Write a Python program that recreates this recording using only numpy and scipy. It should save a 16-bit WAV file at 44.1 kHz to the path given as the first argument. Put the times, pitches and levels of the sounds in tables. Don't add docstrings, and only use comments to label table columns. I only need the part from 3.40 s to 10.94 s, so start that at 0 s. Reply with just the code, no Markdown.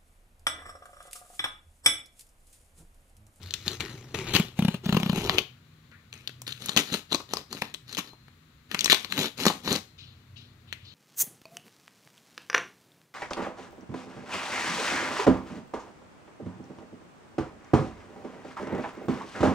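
import sys
import numpy as np
from scipy import signal
from scipy.fft import rfft, irfft
from scipy.io import wavfile
from scipy.ndimage import map_coordinates

SR = 44100
rng = np.random.default_rng(int(sys.argv[2]) if len(sys.argv) > 2 else 0)


def master(y):
    cut = np.clip(np.atleast_2d(y).T, -1, 1)
    pcm = np.round(cut * 32767)
    wavfile.write(sys.argv[1], SR, pcm.astype(np.int16))


N = 332514


def gain_of(db):
    return 10 ** (np.asarray(db) / 20)


def evened(x):
    return x / np.sqrt(np.mean(x ** 2) + 1e-20)


def peaked(x):
    return x / (abs(x).max() + 1e-12)


def read(points, hz):
    f, value = np.transpose(points)
    return np.interp(np.log(hz + 1), np.log(f + 1), value)


def add(mix, s, sound):
    part = mix[round(s * SR):][:len(sound)]
    part += sound[:len(part)]


def colour(x, points):
    gain_db = np.maximum(read(points, abs(np.fft.fftfreq(8192, 1 / SR))), -100)
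    log_gain = np.log(gain_of(gain_db))
    response = np.exp(np.conj(signal.hilbert(log_gain)))
    taps = np.fft.ifft(response).real[:4096]
    return signal.oaconvolve(x, taps[(None,) * (x.ndim - 1)], axes=-1)[..., :x.shape[-1]]


def resonate(x, hz, width):
    pole = np.exp((2j * np.pi * hz - np.pi * width) / SR)
    return 2 * signal.lfilter([1 - abs(pole)], [1, -pole], x).real


def band(x, lo_hz, hi_hz):
    return signal.sosfilt(signal.butter(2, [lo_hz, hi_hz], "bandpass", fs=SR, output="sos"), x)


def diffuse(a, b):
    # hz, likeness (0 to 1)
    likeness = [(60, 0.83), (300, 0.84), (640, 0.24), (1400, 0.14), (3000, 0.092)]
    alike = np.clip(read(likeness, np.fft.rfftfreq(len(a), 1 / SR)), 0, 1)
    mixed = alike * rfft(a) + np.sqrt(1 - alike ** 2) * rfft(b)
    return np.array([a, irfft(mixed, len(a))])


def grit(size, per_s, spread_db, bed):
    strength = gain_of(spread_db * np.minimum(rng.exponential(1, size), 4))
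    slips = strength * (rng.random(size) < per_s / SR)
    slips = signal.lfilter([1], [1, -np.exp(-1 / (0.00047 * SR))], slips)
    return evened((bed + evened(slips)) * rng.standard_normal(size))


def room_tone():
    # hz, gain_db
    air_curve = [(70, -18), (180, -5.5), (300, -10), (600, -21.5), (850, -22.5), (1150, -14.5),
                 (2000, -18.5), (3100, -23.5), (4030, -20), (5200, -30.5), (7500, -29), (8300, -42),
                 (14000, -57)]
    # pitch_hz, width_hz, level_db
    hum_rows = [(40, 68, -82), (61.7, 18, -72.5), (154.1, 10.4, -68), (238.3, 18, -72.5)]
    # time_s, lower_level_db, upper_level_db
    tone_levels = [(0, -44.5, -68), (0.6, -65, -48), (2.1, -66, -58.5), (2.5, -58, -70), (3.1, -69, -52),
                   (3.7, -65.5, -68), (4.801, -70, -62), (5.198, -65.5, -68.5), (6.498, -58, -63),
                   (7.54, -59, -58.5)]
    tones_hz = (91.4, 123.4)
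    hiss = colour(rng.standard_normal((2, N)), air_curve)
    hiss *= gain_of(-67) / np.sqrt(np.mean(band(hiss, 300, 16000) ** 2))

    drone = np.zeros(N)
    for hz, width, db in hum_rows:
        once = resonate(rng.standard_normal(N), hz, width)
        drone += gain_of(db) * evened(resonate(once, hz, width))

    s, *tones_db = np.transpose(tone_levels)
    t = np.arange(N) / SR
    for hz, db in zip(tones_hz, tones_db):
        fuzz = evened(resonate(rng.standard_normal(N), hz, 11))
        tone = evened(np.sin(2 * np.pi * hz * t) + 1.1 * fuzz)
        drone += gain_of(np.interp(t, s, db)) * tone
    return diffuse(*hiss) + drone


def drag():
    # start_s, length_s, level_db, film_pitch_hz, card_rel_db
    stroke_rows = [(0, 0.34, -56, 3940, -5), (0.239, 0.11, -49.5, 5160, 0.5), (0.45, 0.39, -65, 5100, 5),
                   (0.85, 0.07, -43, 2590, 2.5), (1.147, 0.21, -52, 2820, 3), (1.421, .37, -50, 3380, 3.5),
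                   (1.737, 0.26, -43, 2930, 6), (3.177, 0.17, -49, 3850, -2), (3.433, 0.13, -49, 3930, -4),
                   (3.683, 0.061, -40, 3700, 1), (3.771, 0.031, -52, 4160, 3), (3.868, 0.13, -51, 3560, 2),
                   (4.079, 0.11, -50.5, 4020, 1), (4.451, 0.1, -52, 4180, -5),
                   (4.603, 0.087, -59.5, 4130, 1.5), (5.277, 0.22, -46.5, 2230, -4.5),
                   (5.542, 0.12, -52.5, 3100, -3.5), (5.673, 0.075, -43.5, 3700, -2.5),
                   (5.738, 0.12, -35, 3500, 0), (5.956, 0.085, -37.5, 4050, 0),
                   (6.22, 0.14, -37, 4000, 0.5)]
    # start_s, decay_s, level_db, film_pitch_hz, card_rel_db
    rip_rows = [(0.396, 0.067, -40, 1920, -0.5), (0.74, 0.073, -39, 2050, 2),
                (0.932, 0.038, -29.5, 3270, -1.5), (2.723, 0.11, -55.5, 2370, -6),
                (3.063, 0.053, -45, 3670, -11.5), (3.362, 0.022, -27, 3700, -1),
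                (3.519, 0.027, -36, 3760, -2.5), (4.212, 0.042, -49, 3480, 2.5),
                (4.337, 0.012, -63, 3300, -7), (4.573, 0.012, -35, 3040, -4),
                (5.496, 0.019, -22.5, 3560, -19), (6.051, 0.022, -31, 4340, -3),
                (6.083, 0.065, -48, 3420, 4)]
    # hz, gain_db
    crackle_curve = [(710, -33.5), (1200, 1.5), (2100, 1), (2450, -0.5), (3880, -1.5), (5050, -9),
                     (6940, -4.5), (8270, -15), (12800, -10), (15600, -11.5), (16500, -39.5)]
    # hz, gain_db
    rasp_curve = [(210, -33), (350, 9), (441, 1), (647, -7.5), (860, -3.5), (1700, -19), (2210, -66.5),
                  (3740, -120)]
    # hz, gain_db
    rumble_curve = [(15, -34), (25, 4), (54, 0), (119, 7), (298, -0.5), (385, -7.5), (450, -7.5),
                    (580, -52.5), (990, -120)]
    box_change_s = 2.3
    stroke_rise_s, stroke_release_s = (0.026, 0.047), 0.018
    rip_rise_s, rip_hold_s = 0.00389, 0.021
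    big_box_db, small_box_db = (-1, -0.5), (-3, 2)

    slips, out = grit(N, per_s=500, spread_db=3.5, bed=1.0), np.zeros(N)
    crackle = evened(colour(slips, crackle_curve))
    rasp = evened(colour(slips, rasp_curve))
    deep = evened(colour(slips, rumble_curve))
    shallow = evened(band(slips, 140.4, 329))

    moves = []
    for s, length, *row in stroke_rows:
        rise = min(stroke_rise_s[s > box_change_s], length)
        moves.append((s, rise, length, stroke_release_s, *row))
    for s, decay, *row in rip_rows:
        moves.append((s, rip_rise_s, rip_hold_s, decay, *row))

    for s, rise, length, decay, db, hz, card_db in moves:
        part = slice(round(s * SR), round((s + length + 6 * decay) * SR))
        t = np.arange(len(slips[part])) / SR
        swell = np.minimum(t / rise, 1) ** 2 * np.exp(-np.maximum(t - length, 0) / decay)
        film = hz / 5000 * crackle[part] + 0.6 * evened(resonate(slips[part], hz, 870))
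        box, (rasp_db, rumble_db) = (deep, big_box_db) if s < box_change_s else (shallow, small_box_db)
        face = gain_of(card_db + rasp_db) * rasp[part]
        hollow = gain_of(card_db + rumble_db) * box[part]
        add(out, s, gain_of(db) * swell * (film + face + hollow))
    return out


def snaps():
    # start_s, level_db, film_pitch_hz, card_rel_db
    snap_rows = [(0.031, -34, 3940, -28), (0.0817, -49, 3910, -25), (0.1084, -23.5, 3860, -32),
                 (0.139, -10.5, 3520, -33), (0.28, -12.5, 3930, -21), (0.4059, -18, 2060, -10),
                 (0.938, -16, 3100, -28), (0.9502, -8.5, 2770, -14.5), (0.9627, -6.5, 3080, -10),
                 (1.526, -19, 2950, 2), (1.568, -16, 2980, 4.5), (1.632, -17.5, 3000, -9),
                 (1.697, -20, 3000, -6.5), (1.8957, -7, 2800, -4.5), (1.9838, -7, 3240, -13),
                 (1.989, -12, 2720, -39), (2.516, -46.5, 1900, -6.5), (2.538, -58, 3800, -14),
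                 (2.728, -32, 2580, -15), (2.738, -37.5, 6270, -11), (2.8748, -19.5, 3330, -22.5),
                 (2.894, -27.5, 1500, -13), (3.018, -26, 7600, -15.5), (3.0781, -22, 3600, -16),
                 (3.1228, -23.5, 3750, -30), (3.2597, -18.5, 6800, -24), (3.2856, -22, 3680, -15),
                 (3.2931, -15.5, 3800, -11), (3.3641, -8, 3880, -8.5), (3.3734, -4, 3650, -16),
                 (3.722, -17, 3850, -4), (3.7278, -17, 3430, -11), (3.7463, -7.5, 3850, -9),
                 (3.756, -25, 4000, -14), (3.802, -31, 1500, -0.5), (3.936, -13.5, 5300, -2),
                 (3.9701, -19.5, 4930, -5.5), (4.128, -18.5, 4630, -8), (4.2204, -17.5, 2260, -2.5),
                 (4.3415, -23, 3770, -16.5), (4.5274, -24.5, 4630, -14), (4.549, -23, 3450, -25),
                 (4.57, -21.5, 2170, -8.5), (4.585, -22.5, 6050, -2), (4.733, -40.5, 1100, 4),
                 (4.882, -42, 1500, -1.5), (5.3145, -20.5, 1860, -19), (5.346, -12.5, 2430, -12),
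                 (5.3914, -12, 4400, -38), (5.4086, -9.5, 3280, -34), (5.4442, -7.5, 5550, -21),
                 (5.4585, -8, 3740, -16), (5.479, -18, 2010, -10.5), (5.4989, -6, 2050, -18.5),
                 (5.5209, -3.5, 2060, -41), (5.5283, -2, 3500, -8.5), (5.5453, -9, 3380, -18),
                 (5.6467, -20.5, 3950, -11.5), (5.723, -17, 2000, -31), (5.7907, -26, 3700, -16.5),
                 (5.822, -26, 6000, -15), (5.978, -31.5, 4800, -29), (5.9943, -28.5, 3750, -0.5),
                 (6.0542, -19.5, 2470, 8.5), (6.0655, -5.5, 4170, 1), (6.0818, -10.5, 3620, -20),
                 (6.1015, -22, 2490, 7.5), (6.2761, -21, 1860, 3), (6.328, -10.5, 5950, -11.5),
                 (6.361, -14, 4400, -18), (7.3269, -18.5, 2050, -27), (7.3345, -35, 3000, -19)]
    decay_s = 0.0034
    sizzle_db, sizzle_db_per_octave = -22.5, 6
    out, t = np.zeros(N), np.arange(2500) / SR
    for s, db, hz, card_db in snap_rows:
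        burst = grit(len(t), per_s=900, spread_db=7.0, bed=1.0) * np.exp(-t / decay_s)
        sharp_break = 3.6 * np.exp(-t / 0.00029) * rng.choice([-1., 1.], len(t))
        force = burst * np.minimum(t / 0.00073, 1) + sharp_break
        film = resonate(force, hz, 840) + 0.17 * band(force, 1900, 2.14 * hz)
        card = resonate(force, 320, 200) - resonate(force, 1078, 260)
        sizzle = peaked(band(force, 9700, 14640))
        sizzle_gain = gain_of(sizzle_db + sizzle_db_per_octave * np.log2(hz / 3500))
        sound = peaked(film) + gain_of(card_db) * peaked(card) + sizzle_gain * sizzle
        add(out, s, gain_of(db) * sound)
    return out


def thuds():
    # start_s, level_db
    thud_rows = [(0.268, -30), (0.75, -34), (0.949, -18.5), (0.996, -11.5), (1.045, -35), (1.189, -11),
                 (1.221, -14), (1.247, -12), (1.281, -13), (1.341, -22.5), (1.459, -16.5), (1.49, -14.5),
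                 (1.524, -13.5), (1.544, -13.5), (1.568, -12.5), (1.598, -20), (1.629, -17.5),
                 (1.659, -16.5), (1.694, -13), (1.728, -16.5), (1.776, -17.5), (1.894, -23), (3.287, -31),
                 (3.366, -32), (3.745, -31), (4.217, -30), (5.34, -32.5), (6.05, -38), (6.064, -15.5),
                 (6.285, -26.5), (6.312, -19)]
    box_hz = 186
    scratch_db, scratch_growth = -26.5, 0.62
    out, t = np.zeros(N), np.arange(2000) / SR
    u = t / 0.002
    swing = peaked(-u ** 3 * np.exp(-u) * np.sin(2 * np.pi * box_hz * (t - 0.0022)))
    for s, db in thud_rows:
        slip = rng.standard_normal(len(t)) * (t / 0.0022) * np.exp(-t / 0.0025)
        scratch = band(slip, 300, 1100) + 0.51 * band(slip, 2000, 3370) + 0.097 * band(slip, 6800, 18000)
        scratch_gain = gain_of(scratch_db + scratch_growth * (db + 21.5))
        add(out, s, gain_of(db) * swing + scratch_gain * peaked(scratch))
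    return out


def rustles():
    # start_s, level_db, decay_s, centre_hz
    rustle_rows = [(2.512, -47, 0.041, 1680), (6.5776, -43, 0.084, 3500), (6.958, -42.5, 0.054, 3500),
                   (7.2706, -52, 0.26, 3030), (7.4422, -47.5, 0.16, 3670)]
    out, t = np.zeros(N), np.arange(12000) / SR
    for s, db, decay, hz in rustle_rows:
        noise = rng.standard_normal(len(t))
        puff = band(band(noise, 0.76 * hz, 1.25 * hz), 0.54 * hz, 2.4 * hz)
        swell = np.minimum(t / 0.0097, 1) * np.exp(-t / decay)
        add(out, s, gain_of(db) * peaked(puff * swell))
    return out


def blade():
    # start_s, level_db
    ring_rows = [(4.68, -60), (6.4, -65)]
    ring_hz, t60_s = 4130, 0.7
    out, t = np.zeros(N), np.arange(SR // 2) / SR
    for s, db in ring_rows:
        envelope = gain_of(db - 60 * t / t60_s) * np.minimum(t / 0.02, 1)
        add(out, s, envelope * np.sin(2 * np.pi * ring_hz * t))
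    return out


def reverb(x):
    # hz, t60_s
    room_decay = [(150, 0.23), (500, 0.23), (1500, 0.29), (4000, 0.29), (12000, 0.33)]
    taps = np.zeros((2, SR // 2))
    at = np.arange(330, SR // 2 - 20, 20) + rng.integers(0, 20, (2, (SR // 2 - 331) // 20))
    np.put_along_axis(taps, at, rng.choice([-1., 1.], at.shape), 1)
    hz, t, z = signal.stft(taps, SR, nperseg=256)
    fade = gain_of(-60 * t / read(room_decay, hz)[:, None])
    tail = diffuse(*signal.istft(z * fade, SR, nperseg=256)[1])
    return signal.oaconvolve(x[None], tail / np.linalg.norm(tail[0]), axes=1)[:, :N]


def scatter(x):
    t, poses = np.arange(400) / SR, 6
    echoes = rng.standard_normal((poses, 2, len(t))) * np.exp(-t / 0.0015)
    taps = 0.15 * band(echoes, 2500, 18000)
    taps[..., 0] += 1
    taps /= np.linalg.norm(taps, axis=-1, keepdims=True)
    turn = np.arange(N) / SR * 30.
    out = np.zeros((2, N))
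    for k in range(poses):
        share = np.sqrt(np.maximum(1 - abs((turn - k) % poses - 1), 0))
        out += signal.oaconvolve(share * x, taps[k], axes=1)[:, :N]
    return out / 1.306


def scene():
    # time_s, lag_ms
    left_lag = [(0, 0.01), (.8, 0.026), (1.7, 0.15), (2.5, .17), (5.8, 0.15), (6.5, 0.15)]
    knife = snaps() + thuds() + drag() + blade() + rustles()
    n = np.arange(N)
    lag_ms = np.interp(n / SR, *np.transpose(left_lag))
    late = map_coordinates(knife, [n - lag_ms * SR / 1000], order=3)
    direct = scatter(np.array([late, knife]))
    far = colour(knife, [(200, -10.5), (600, 0.5), (16000, -4)])
    wet = gain_of(-11.) * reverb(far)
    return gain_of(-0.5) * direct + wet + room_tone()


def record(dry):
    # hz, left_over_right_db
    port_curve = [(60, 0), (110, 0.5), (200, 1.5), (380, 1.5), (700, 1), (1290, 5), (2380, 12.5),
                  (4400, 13), (8120, 6.0), (15000, -5.5)]
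    hz, db = np.transpose(port_curve)
    roll_off = [(15600, 2), (15950, -21.0), (17000, -19.5)]  # hz, gain_db
    hiss = gain_of(-75.5) * evened(band(rng.standard_normal(dry.shape), 9000, 21000))
    ports = np.array([colour(x, np.transpose([hz, side * db / 2])) for x, side in zip(dry, (1, -1))])
    clipped = np.clip(ports + hiss, -0.9, 0.9)
    edge = signal.firwin(511, 16900, window=("kaiser", 9), fs=SR)
    return signal.oaconvolve(colour(clipped, roll_off), edge[None], "same")


dry = scene()
out = record(dry)
master(out)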